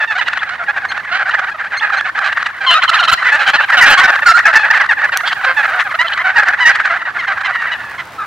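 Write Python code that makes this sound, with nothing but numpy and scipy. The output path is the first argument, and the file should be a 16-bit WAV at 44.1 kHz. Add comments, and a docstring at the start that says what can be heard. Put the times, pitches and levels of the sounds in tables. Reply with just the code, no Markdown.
"""An open grassy hillside, with a flock of wild turkeys squabbling close to the microphone.
Gobble follows gobble, a few slow yelps and then a quick rattle, buzzed by the membranes of the syrinx
and coloured by throat and beak. Hoarse squawks and thin rising squeaks stand out over birds farther off;
the dry grass rustles and something snaps, all over a soft hush of air. The slope gives a faint echo.
The loudest calls overload the microphone, and three have a low, crackling thump under them."""
import sys
import numpy as np
from scipy import signal
from scipy.fft import rfft, irfft, next_fast_len
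from scipy.io import wavfile
from scipy.ndimage import uniform_filter1d, minimum_filter1d

SR = 44100
rng = np.random.default_rng(int(sys.argv[2]) if len(sys.argv) > 2 else 0)


def bounce(signal):
    """Save signal as a 16-bit WAV file at the path given by the first command-line argument."""
    frames = np.transpose(np.atleast_2d(signal))
    limited = np.clip(frames, -1, 1)
    pcm = np.round(limited * 32767).astype(np.int16)
    wavfile.write(sys.argv[1], SR, pcm)


N = 364266
TIME = np.arange(N) / SR
BAND_LIMIT_HZ = 16000


def gain_of(db):
    """Decibels to amplitude."""
    return 10 ** (np.asarray(db) / 20)


def unit_rms(x):
    """Scales to an rms of one."""
    return x / np.sqrt(np.mean(abs(x) ** 2) + 1e-20)


def spectrum_gain(points, hz):
    """Gain at hz of a dB spectrum drawn on a log-frequency axis."""
    f, db = np.transpose(points)
    return gain_of(np.interp(np.log(hz + 1), np.log(f), db))


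def coloured(x, gain):
    """Filters x by a gain that is a function of frequency."""
    size = next_fast_len(x.shape[-1])
    return irfft(rfft(x, size) * gain(np.fft.rfftfreq(size, 1 / SR)), size)[..., :x.shape[-1]]


def wander(size, hz):
    """Smooth random drift, rms about one, that changes up to hz times a second."""
    noise = rng.standard_normal(max(size, 4096))
    return unit_rms(coloured(noise, lambda f: np.exp(-(f / hz) ** 2)))[:size]


def add(mix, s, sound):
    """Mixes in a sound whose middle falls at s seconds."""
    start = round(s * SR) - sound.shape[-1] // 2
    part = mix[:, max(start, 0):max(start + sound.shape[-1], 0)]
    part += sound[..., max(-start, 0):][..., :part.shape[-1]]


def placed(sound):
    """A random bearing gives the microphone's two ports slightly different level and delay."""
    side_db, lag = rng.standard_normal(2)
    ports = np.array([[1], [-1]])
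    level = gain_of(ports * side_db)
    return coloured(sound, lambda f: level * np.exp(1j * np.pi * ports * (lag - 1) * f / SR))


# Open air all round the microphone. Each row: frequency in Hz, relative level in dB.
AIR_SPECTRUM = [(25, -26), (70, -3), (120, -1), (200, -5.5), (450, -6.5), (1000, 3.5), (2500, -8.5),
                (4600, -17.5), (7000, -27.5), (15000, -37)]
# The course of that hush. Each row: time in seconds, level in dB.
AIR_LEVELS = [(0, -39), (7.5, -36.5), (7.9, -34)]


def air(width=0.15):
    """Soft, slowly drifting outdoor hush, nearly alike at both ports."""
    mid, side = coloured(rng.standard_normal((2, N)), lambda f: spectrum_gain(AIR_SPECTRUM, f))
    level_db = np.interp(TIME, *np.transpose(AIR_LEVELS)) + 1.4 * wander(N, 12)
    return gain_of(level_db) * unit_rms(np.array([mid + width * side, mid - width * side]))


# Birds moving in the dry grass. Each row: time in seconds, level in dB.
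RUSTLE_LEVELS = [(0.7, -62), (1.3, -62), (2.2, -57), (3.5, -51), (3.9, -43), (4.8, -56), (5.6, -45),
                 (7.1, -61.5), (7.9, -50)]


def rustle(grains_per_s=2500, peak_hz=5000):
    """Countless tiny crackles of stalks and feathers."""
    grains = rng.standard_normal((2, N)) * rng.exponential(1, (2, N))
    grains *= rng.random((2, N)) < grains_per_s / SR
    crackle = unit_rms(coloured(grains, lambda f: f / (f ** 2 + peak_hz ** 2)))
    return crackle * gain_of(np.interp(TIME, *np.transpose(RUSTLE_LEVELS)))


def syrinx(pitch, rough_share, hoarse=0.023, rolloff_hz=4600, whistle_hz=1250):
    """Two membranes buzz; for the rough share they lock into groups of two or three beats, or flutter."""
    size = len(pitch)
    rasp, slip, flutter_a, flutter_b = [wander(size, hz) for hz in (900, 60, 350, 350)]
    pitch = pitch * 2 ** (.04 * rough_share * wander(size, 170))
    phase = 2 * np.pi * np.cumsum(pitch * (1 + hoarse * rasp)) / SR
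    tone = 0
    for k, start in enumerate(rng.uniform(0, 2 * np.pi, 10), 1):
        strength = (k * pitch < BAND_LIMIT_HZ) / np.sqrt(1 + (k * pitch / rolloff_hz) ** 4)
        if k == 2:  # a high whistle loses its octave
            strength /= 1 + (pitch / whistle_hz) ** 10
        tone += strength * np.exp(1j * (k * phase + start))
    groups = np.cos(phase / rng.choice([2, 3, 3]) + slip)
    ragged = unit_rms(2 * groups + flutter_a + 1j * flutter_b)
    return (tone * (np.sqrt(1 - rough_share) + np.sqrt(rough_share) * ragged)).real


# Upper resonances of throat and beak.
# Each row: frequency in Hz, gain half open in dB, gain at full cry in dB.
BEAK_RESONANCES = [(2100, 3.5, -13.5), (2880, 2.5, 15), (3370, -4, -3), (3950, 2.5, 2.5), (4950, -6.5, -18),
                   (7100, -9, -22.5), (10400, -16, -41), (15000, -31.5, -78.5)]


def throat_and_beak(buzz, hiss, hz, bright_db, throat_hz=1561, hollow_hz=975, chest_hz=643, cut_hz=496):
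    """Resonances colour each note anew; at full cry the throat stretches lower and the beak sharpens."""
    opening = min(gain_of(bright_db), 1)
    throat_shift, beak_shift = 2 ** (0.087 * rng.standard_normal(2))
    centre = throat_hz * throat_shift / (1 + 0.21 * opening)
    if hz < 1200:  # low notes draw the throat toward their second harmonic
        centre *= (2 * hz / centre) ** (0.32 * (1 - opening))

    def throat(f):
        """A main resonance and a weak lower one that carries the fundamental, with a hollow between."""
        main = (1 + ((f - centre) / 575) ** 2) ** -1.5
        chest = gain_of(-20) * np.exp(-((f - chest_hz) / 210) ** 2)
        hollow_db = -5.5 * (1.5 - opening) * np.exp(-((f - hollow_hz) / 138) ** 2)
        return (main + chest) * gain_of(hollow_db) / (1 + (cut_hz / (f + 1)) ** 10)

    beak = [(at * beak_shift, half + opening * (full - half)) for at, half, full in BEAK_RESONANCES]
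    treble = coloured(buzz + hiss, lambda f: spectrum_gain(beak, f) * (f > centre))
    return unit_rms(coloured(buzz, throat)) + gain_of(bright_db) * unit_rms(treble)


def yelp(length, db, hz, glide, bright_db, rough, scoop=.1):
    """A drawn-out note: it starts abruptly and clean, scoops in pitch and turns throaty toward its end."""
    size = next_fast_len(int(2.2 * length * SR) + 512)
    position = (np.arange(size) - size // 2) / SR / length  # in note lengths from the middle
    bend = np.clip(position, -1, 1)
    pitch = hz * 2 ** (glide * bend + scoop * bend ** 2 + 0.1005 * rough * wander(size, 90))
    rough_share = np.clip(.85 * rough + 3 * rough * (1 - rough) * bend, 0, .7)
    swell = np.exp(-abs(2 * position) ** np.where(position < 0, 9, 3))
    hiss = gain_of(3) * np.sqrt(rough_share) * rng.standard_normal(size)  # air through the open beak
    voice = throat_and_beak(swell * syrinx(pitch, rough_share), swell * hiss, hz, bright_db)
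    return gain_of(db) * np.sqrt(np.mean(swell ** 2)) * voice


def rattle_note(crack_s, db, hz, bright_db, lead_db=-13, leap_s=0.005, rough=0.67,
                top_hz=1950, lead_s=.016, tail_s=0.0123):
    """A quavering whistle sinks, cracks into a ragged burst as the voice leaps up, and sags away high."""
    t = np.arange(-2304, 2304) / SR
    lead_scale, sink_scale, top_scale = 2 ** rng.uniform(-.3, .3, 3)
    lead_s *= lead_scale
    lead = gain_of(lead_db) * np.exp(-(t / lead_s + 1) ** 4)
    crack = np.exp(-(t / crack_s) ** 2)
    tail = gain_of(-17) * np.exp(-(t / tail_s - 1) ** 2)
    swell = lead + crack + tail
    # pitch movements, in octaves
    sink = 0.5 * sink_scale ** 2 * np.clip(-t / (2 * lead_s), 0, 1) ** 2
    leap = np.log2(top_hz * np.sqrt(top_scale) / hz) * (1 + np.tanh(t / leap_s)) / 2
    sag = 0.12 * np.clip(t / (2 * tail_s), 0, 1) ** 2
    quaver = .16 * rough * crack * wander(len(t), 500) + .035 * wander(len(t), 110)
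    hiss = gain_of(5) * crack * rng.standard_normal(len(t))
    buzz = swell * syrinx(hz * 2 ** (sink + leap - sag + quaver), rough * (.8 * crack + .05))
    return gain_of(db - 0.5) * np.sqrt(np.mean(swell ** 2)) * throat_and_beak(buzz, hiss, hz, bright_db)


# Chatter from farther off on the slope. Each row: time in seconds, level in dB.
FAR_LEVELS = [(0.0, -23.5), (0.7, -26.5), (2.21, -18), (2.55, -28), (2.81, -15), (3.2, -17.5), (3.7, -15),
              (3.95, -11), (4.15, -11), (4.6, -13.5), (5.27, -19), (6.9, -17.5), (7.11, -23), (7.6, -19),
              (7.85, -26.5), (8.12, -41)]


def far_birds(pitch_hz=820, bright_db=-19, notes_each=90):
    """Three birds gobble over each other, each around its own pitch: three yelps, five cracked notes."""
    out = np.zeros((2, N))
    for bird in range(3):
        for k, (long, loud, high, glide, late) in enumerate(rng.uniform(-1.1, 1, (notes_each, 5))):
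            hz = pitch_hz * 2 ** (.15 * (bird - 1) + .2 * high)
            stretch = 2 ** (long / 2)
            if (k + 3 * bird) % 8 < 3:
                note = yelp(.026 * stretch, 3 * loud, hz, glide / 2, bright_db, rough=.3)
            else:
                note = rattle_note(0.0076 * stretch, 3 * loud, hz, bright_db,
                                   lead_db=-5.5, leap_s=0.00701, rough=.465)
            add(out, (k + bird / 3 + late / 3) * TIME[-1] / notes_each, placed(note))
    return unit_rms(out) * gain_of(np.interp(TIME, *np.transpose(FAR_LEVELS)))


# Yelps close in front of the microphone. Each row: middle in seconds, length in seconds, level in dB,
# pitch in Hz, glide in octaves, brightness in dB, roughness from 0 to 1.
NEAR_YELPS = [(0.027, 0.05, -14, 876, -0.16, -13.5, 0.25), (0.087, 0.025, -22, 890, -0.11, -9, 0),
              (0.117, 0.035, -14.5, 869, -.04, -13, 0.3), (0.163, 0.021, -16, 734, 0.066, -13, 0.06),
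              (0.198, 0.014, -15.5, 970, -.1, -6, 0), (0.279, .02, -18.5, 950, -.2, -13, 0.12),
              (0.699, 0.033, -11.5, 840, 0.1, -22, 0.3), (1.268, 0.026, -18.5, 760, 0.19, -27, .15),
              (1.523, 0.018, -21.5, 826, 0.015, -17, 0), (1.843, .036, -11, 870, -.32, -20, 0.36),
              (2.692, .056, -13, 1030, -0.11, 3.5, 0.02), (2.727, .045, -14.5, 688, 0.098, 4, 0.26),
              (2.764, 0.049, -8.5, 1264, 0.079, -10, 0.23), (3.282, 0.06, -10, 951, -0.14, -15, 0.53),
              (3.347, 0.055, -8.5, 875, 0.16, -14.5, .4), (3.742, 0.042, -7.5, 887, -0.31, -17.5, 0.42),
              (3.832, 0.044, -1, 948, -0.069, -18, 0.37), (4.29, 0.058, -1.5, 1377, -0.13, -13.5, 0.14),
              (4.361, 0.048, -6.5, 1370, .03, -18, 0.33), (4.47, 0.033, -3.5, 869, 0.094, -23, 0.33),
              (4.569, 0.028, -1.5, 878, 0.016, -18, 0.15), (4.609, .05, -17, 851, .05, -9, .06),
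              (4.648, 0.034, -9, 870, .16, -26, 0.48), (4.712, .02, -5, 893, .047, -20, 0.28),
              (4.766, 0.043, -10, 847, -0.22, -17, 0.41), (4.811, 0.024, -9.5, 803, -.098, -28, 0.47),
              (4.899, 0.018, -8.5, 920, -.1, -18, 0.03), (4.915, 0.021, -7, 843, -.1, -34, 0.15),
              (4.981, .024, -16, 823, -.27, -33, 0.04), (5.046, 0.041, -10, 870, -0.13, -28, 0.42),
              (5.496, 0.063, -11.5, 523, -0.067, -18, .2), (5.593, 0.051, -10.5, 849, -0.12, -15.5, 0.23),
              (5.647, 0.04, -12.5, 874, -0.27, -20, 0.5), (6.01, 0.041, -9.5, 980, 0.15, -13.5, 0.08),
              (6.28, 0.074, -10.5, 762, 0.037, -21, 0.42), (6.384, 0.05, -5.5, 872, -0.21, -18, 0.3),
              (6.431, 0.022, -10, 810, -.2, -28, 0.37), (6.626, 0.047, -10.5, 975, -0.066, -12.5, .01),
              (6.678, 0.05, -4, 948, 0.14, -15.5, 0.22), (7.201, 0.028, -18, 1034, -0.2, -12, 0.13),
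              (7.284, 0.021, -20, 1004, -0.094, -8, 0.19), (7.304, 0.051, -14.5, 782, -0.14, -22, 0.42),
              (7.461, .03, -17, 1000, -0.11, -6.5, 0.22), (7.61, .19, -20.5, 933, -.16, -23, 0.22),
              (7.731, 0.028, -18, 959, 0.0067, -5, 0.27), (7.87, .2, -30, 856, -.12, -17, .16),
              (7.998, 0.035, -21.5, 1027, -0.17, -11, 0.33), (8.22, 0.075, -19.5, 1233, -0.12, -26, 0.37)]


def near_yelps():
    """Pitched cries, alone or opening a gobble, each from its own bearing."""
    out = np.zeros((2, N))
    for s, *note in NEAR_YELPS:
        add(out, s, placed(yelp(*note)))
    return out


# Rattle notes at the same close range. Each row: time of the crack in seconds, its half length
# in seconds, level in dB, pitch before the leap in Hz, brightness in dB.
NEAR_RATTLES = [(0.186, .006, -14.5, 728, -10), (0.285, 0.0037, -10, 800, -6.5),
                (0.336, 0.0057, -13.5, 810, -10), (0.378, .0054, -12.5, 766, -10.5),
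                (0.435, 0.0045, -11.5, 753, -16), (0.496, 0.0048, -16.5, 752, -12),
                (0.855, 0.0058, -12, 720, -23), (0.923, 0.007, -16.5, 750, -12),
                (0.979, .0054, -15.5, 731, -13), (1.296, 0.0098, -12, 784, -19), (1.35, 0.01, -9, 750, -20),
                (1.398, 0.01, -12.5, 748, -14.5), (1.448, 0.0073, -16.5, 728, -18),
                (1.904, 0.0084, -13, 759, -27), (2.011, 0.0022, -7.5, 806, -17),
                (2.192, 0.0018, -10.5, 759, -11.5), (2.33, 0.0064, -14, 765, -10.5),
                (2.377, 0.0092, -10.5, 837, -20), (2.428, 0.0038, -12, 906, -13),
                (2.469, 0.0069, -13.5, 895, -8), (3.254, 0.0078, -12.5, 847, -18),
                (4.159, 0.0084, -11.5, 809, -13.5), (4.864, 0.0041, -16, 900, -14),
                (5.284, 0.018, -15.5, 852, -3), (5.332, 0.0049, -14.5, 823, -4),
                (5.453, 0.0085, -10.5, 732, -9.5), (5.809, 0.014, -11.5, 848, -9),
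                (5.953, 0.006, -21, 925, -5), (6.085, 0.0028, -24.5, 953, 9), (6.138, .0045, -22.5, 950, 6),
                (6.178, 0.0034, -13, 950, -16), (6.489, 0.0068, -5.5, 837, -18.5),
                (6.542, 0.0072, -10.5, 813, -28), (6.758, 0.0063, -10, 806, -12.5),
                (6.803, 0.0039, -7.5, 850, -28), (6.859, 0.0076, -9.5, 774, -14.5),
                (6.88, .004, -15.5, 900, -21), (7.084, 0.0088, -16.5, 702, -36),
                (7.169, 0.0034, -14, 760, -30), (7.38, 0.0069, -15, 756, -27),
                (7.415, 0.0066, -16.5, 706, -13.5), (7.657, .004, -13, 749, -28)]


def near_rattles():
    """The voice cracks upward note after note in the quick part of a gobble."""
    out = np.zeros((2, N))
    for s, *note in NEAR_RATTLES:
        add(out, s, placed(rattle_note(*note)))
    return out


# Squawks from the squabble in front. Each row: middle in seconds, length in seconds, level in dB,
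# pitch in Hz, brightness in dB.
NEAR_SQUAWKS = [(0.223, 0.027, -14.5, 800, -9.5), (0.537, .058, -23.5, 742, -14),
                (0.616, 0.044, -18.5, 676, -33), (0.777, 0.027, -14.5, 790, -17.5),
                (1.152, 0.078, -15, 747.5, -11.5), (1.214, 0.044, -13, 815, -19.5),
                (1.315, 0.016, -20, 911, -5.5), (1.614, 0.025, -18.5, 790, -36),
                (1.748, 0.052, -19.5, 792, -19), (1.941, 0.039, -14.5, 787, -13.5),
                (2.068, 0.031, -17, 762, -17), (2.265, 0.048, -14, 793, -11),
                (2.633, 0.051, -16.5, 791, -16.5), (2.978, 0.024, -12.5, 838, -13),
                (3.419, 0.055, -13, 815, -10), (3.488, 0.048, -9.5, 767, -6), (3.553, 0.037, -9, 901, -7),
                (3.625, .05, -20.5, 900, -1.5), (3.788, 0.038, -6, 721.6, -5.5),
                (3.877, 0.04, -3.5, 851, -7.5), (3.923, .052, -4.5, 818, -5),
                (3.992, 0.032, -4.5, 1097, -10.5), (4.049, 0.036, -7, 754, -10),
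                (4.093, 0.034, -6.5, 917, -16), (4.543, 0.029, -9.5, 878, -15.5),
                (5.135, 0.03, -13, 887, -11), (5.694, 0.036, -15, 797, -18),
                (5.759, 0.041, -15.5, 719, -20.5), (6.711, .03, -8.5, 768, -19.5),
                (6.931, 0.065, -13, 698, -23), (7.498, 0.045, -15.5, 751, -31)]


def near_squawks(glide_octaves=.2, rough=.52):
    """Hoarse yelps, too rough to carry a tune, that slide up or down by chance."""
    out = np.zeros((2, N))
    for s, length, db, hz, bright_db in NEAR_SQUAWKS:
        glide = glide_octaves * rng.uniform(-1, 1)
        add(out, s, placed(yelp(length, db, hz, glide, bright_db, rough)))
    return out


# Thin squeaks that carry over the flock.
# Each row: time of the upward flip in seconds, level of the held note in dB, level of the flip in dB.
RISING_SQUEAKS = [(.388, -44, -23), (0.912, -27, -22), (1.795, -21.5, -20.5), (1.993, -26, -22)]


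def squeaks(held_hz=2120, top_hz=3500, rise_s=0.0035, hold_s=0.015, flip_s=0.0065, waver=0.013):
    """A thin, wavering whistle with a strong octave; the overtones drop out as it slides quickly up."""
    out, t = np.zeros((2, N)), np.arange(-2048, 2048) / SR
    for s, held_db, flip_db in RISING_SQUEAKS:
        pitch = held_hz + (top_hz - held_hz) * (1 - np.exp(-np.maximum(t, 0) / rise_s))
        phase = 2 * np.pi * np.cumsum(pitch * (1 + t / 2 + waver * wander(len(t), 500))) / SR
        overtones = sum(gain_of(-13 * k) * np.sin((k + 2) * phase) for k in range(4))
        held = (np.sin(phase) + overtones) * np.exp(-(1.2 * (t / hold_s + .85)) ** 4)
        flip = np.sin(phase) * np.exp(-(t / flip_s - 1) ** 2)
        add(out, s, placed(gain_of(held_db) * held + gain_of(flip_db) * flip))
    return out


# The gobble nearest the microphone, loudest on its last note.
# Each row: middle in seconds, length in seconds, level in dB.
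NEAREST_GOBBLE = [(2.839, 0.012, -9), (2.898, 0.013, -6.5), (2.952, 0.02, -9.5), (3.005, 0.018, -10),
                  (3.048, 0.024, -11.5), (3.095, 0.025, -8), (3.135, .015, -1)]


def nearest_bird(lead_s=.013):
    """Each note is a short, shrill sinking lead that breaks into a louder, higher, arched burst."""
    out = np.zeros((2, N))
    for s, length, db in NEAREST_GOBBLE:
        lead = yelp(lead_s, db=-17, hz=1020, glide=-0.0615, bright_db=3, rough=.22)
        add(out, s - lead_s, placed(lead))
        burst = yelp(length, db, hz=1340, glide=0, bright_db=-6, rough=.44, scoop=-0.1486)
        add(out, s, placed(burst))
    return out


# Low thumps under three of the loudest close calls. Each row: middle in seconds, level in dB.
LOW_THUMPS = [(3.131, -29), (3.83, -27), (3.91, -29.5)]


def thumps(half_length_s=0.013, thump_hz=190, crackle_db=4, crackle_hz=6000):
    """A low thump and a bright crackle swell and fade together."""
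    out, t = np.zeros((2, N)), np.arange(-2048, 2048) / SR
    swell = np.exp(-(t / half_length_s) ** 2)
    for s, db in LOW_THUMPS:
        thump = unit_rms(coloured(rng.standard_normal(len(t)), lambda f: 1 / (1 + (f / thump_hz) ** 4)))
        spikes = rng.standard_normal((2, len(t))) ** 3
        crackle = unit_rms(coloured(spikes, lambda f: f / (f ** 2 + crackle_hz ** 2)))
        add(out, s, gain_of(db) * swell * (thump + gain_of(crackle_db) * crackle))
    return out


def snap(start_s=5.173, decay_s=0.0011, peak_hz=3600, gain=1.262):
    """One dry crack in the scuffle that dies within a few milliseconds."""
    age = TIME - start_s
    burst = rng.standard_normal(N) * (age > 0) * np.exp(-abs(age) / decay_s)
    return gain * coloured(burst, lambda f: (2 * f * peak_hz / (f ** 2 + peak_hz ** 2)) ** 2)


def hillside(x, scatter_db=-15, scatter_s=0.096, scatter_hz=2500, echo_db=-25, echo_t60_s=1.0):
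    """Ground and camera body scatter treble differently to each port; slope and trees add a thin tail."""
    t = np.arange(SR // 2) / SR
    early, late = rng.standard_normal((2, 2, len(t)))
    early *= np.exp(-t / scatter_s) * (t > 0)
    early = coloured(early, lambda f: f / (f + scatter_hz)) * (t < t[-1] / 2)
    late *= rng.random(late.shape) < 2000 / SR  # sparse reflections
    late = coloured(late, lambda f: 1 / (1 + (f / 4000) ** 2)) * gain_of(-60 * t / echo_t60_s)
    response = sum(gain_of(db) * part / np.linalg.norm(part, axis=1, keepdims=True)
                   for db, part in ((scatter_db, early), (echo_db, late)))
    return x + signal.fftconvolve(x, response, axes=1)[:, :N]


def scene():
    """The flock on the slope, slightly right of the microphone, with thumps, grass and air."""
    calls = near_yelps() + near_squawks() + near_rattles() + nearest_bird() + far_birds() + squeaks()
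    flock = hillside(calls + snap()) * gain_of([[-.5], [.5]])
    return flock + thumps() + rustle() + air()


def record(dry, limit=1.98, lopsided=.002, window=140):
    """A quick limiter catches the loudest calls; what is left flattens at a lopsided ceiling."""
    gain = np.minimum(1, limit / (abs(dry).max(0) + 1e-9))
    limited = dry * uniform_filter1d(minimum_filter1d(gain, window), window)
    squashed = limited / (1 + abs(limited) ** 12) ** (1 / 12)
    squashed += lopsided * abs(limited - squashed)
    lowpass = signal.firwin(255, BAND_LIMIT_HZ, window=("kaiser", 8), fs=SR)
    return signal.oaconvolve(squashed, lowpass[None], "same", axes=1)


dry = scene()
out = record(dry)
bounce(out)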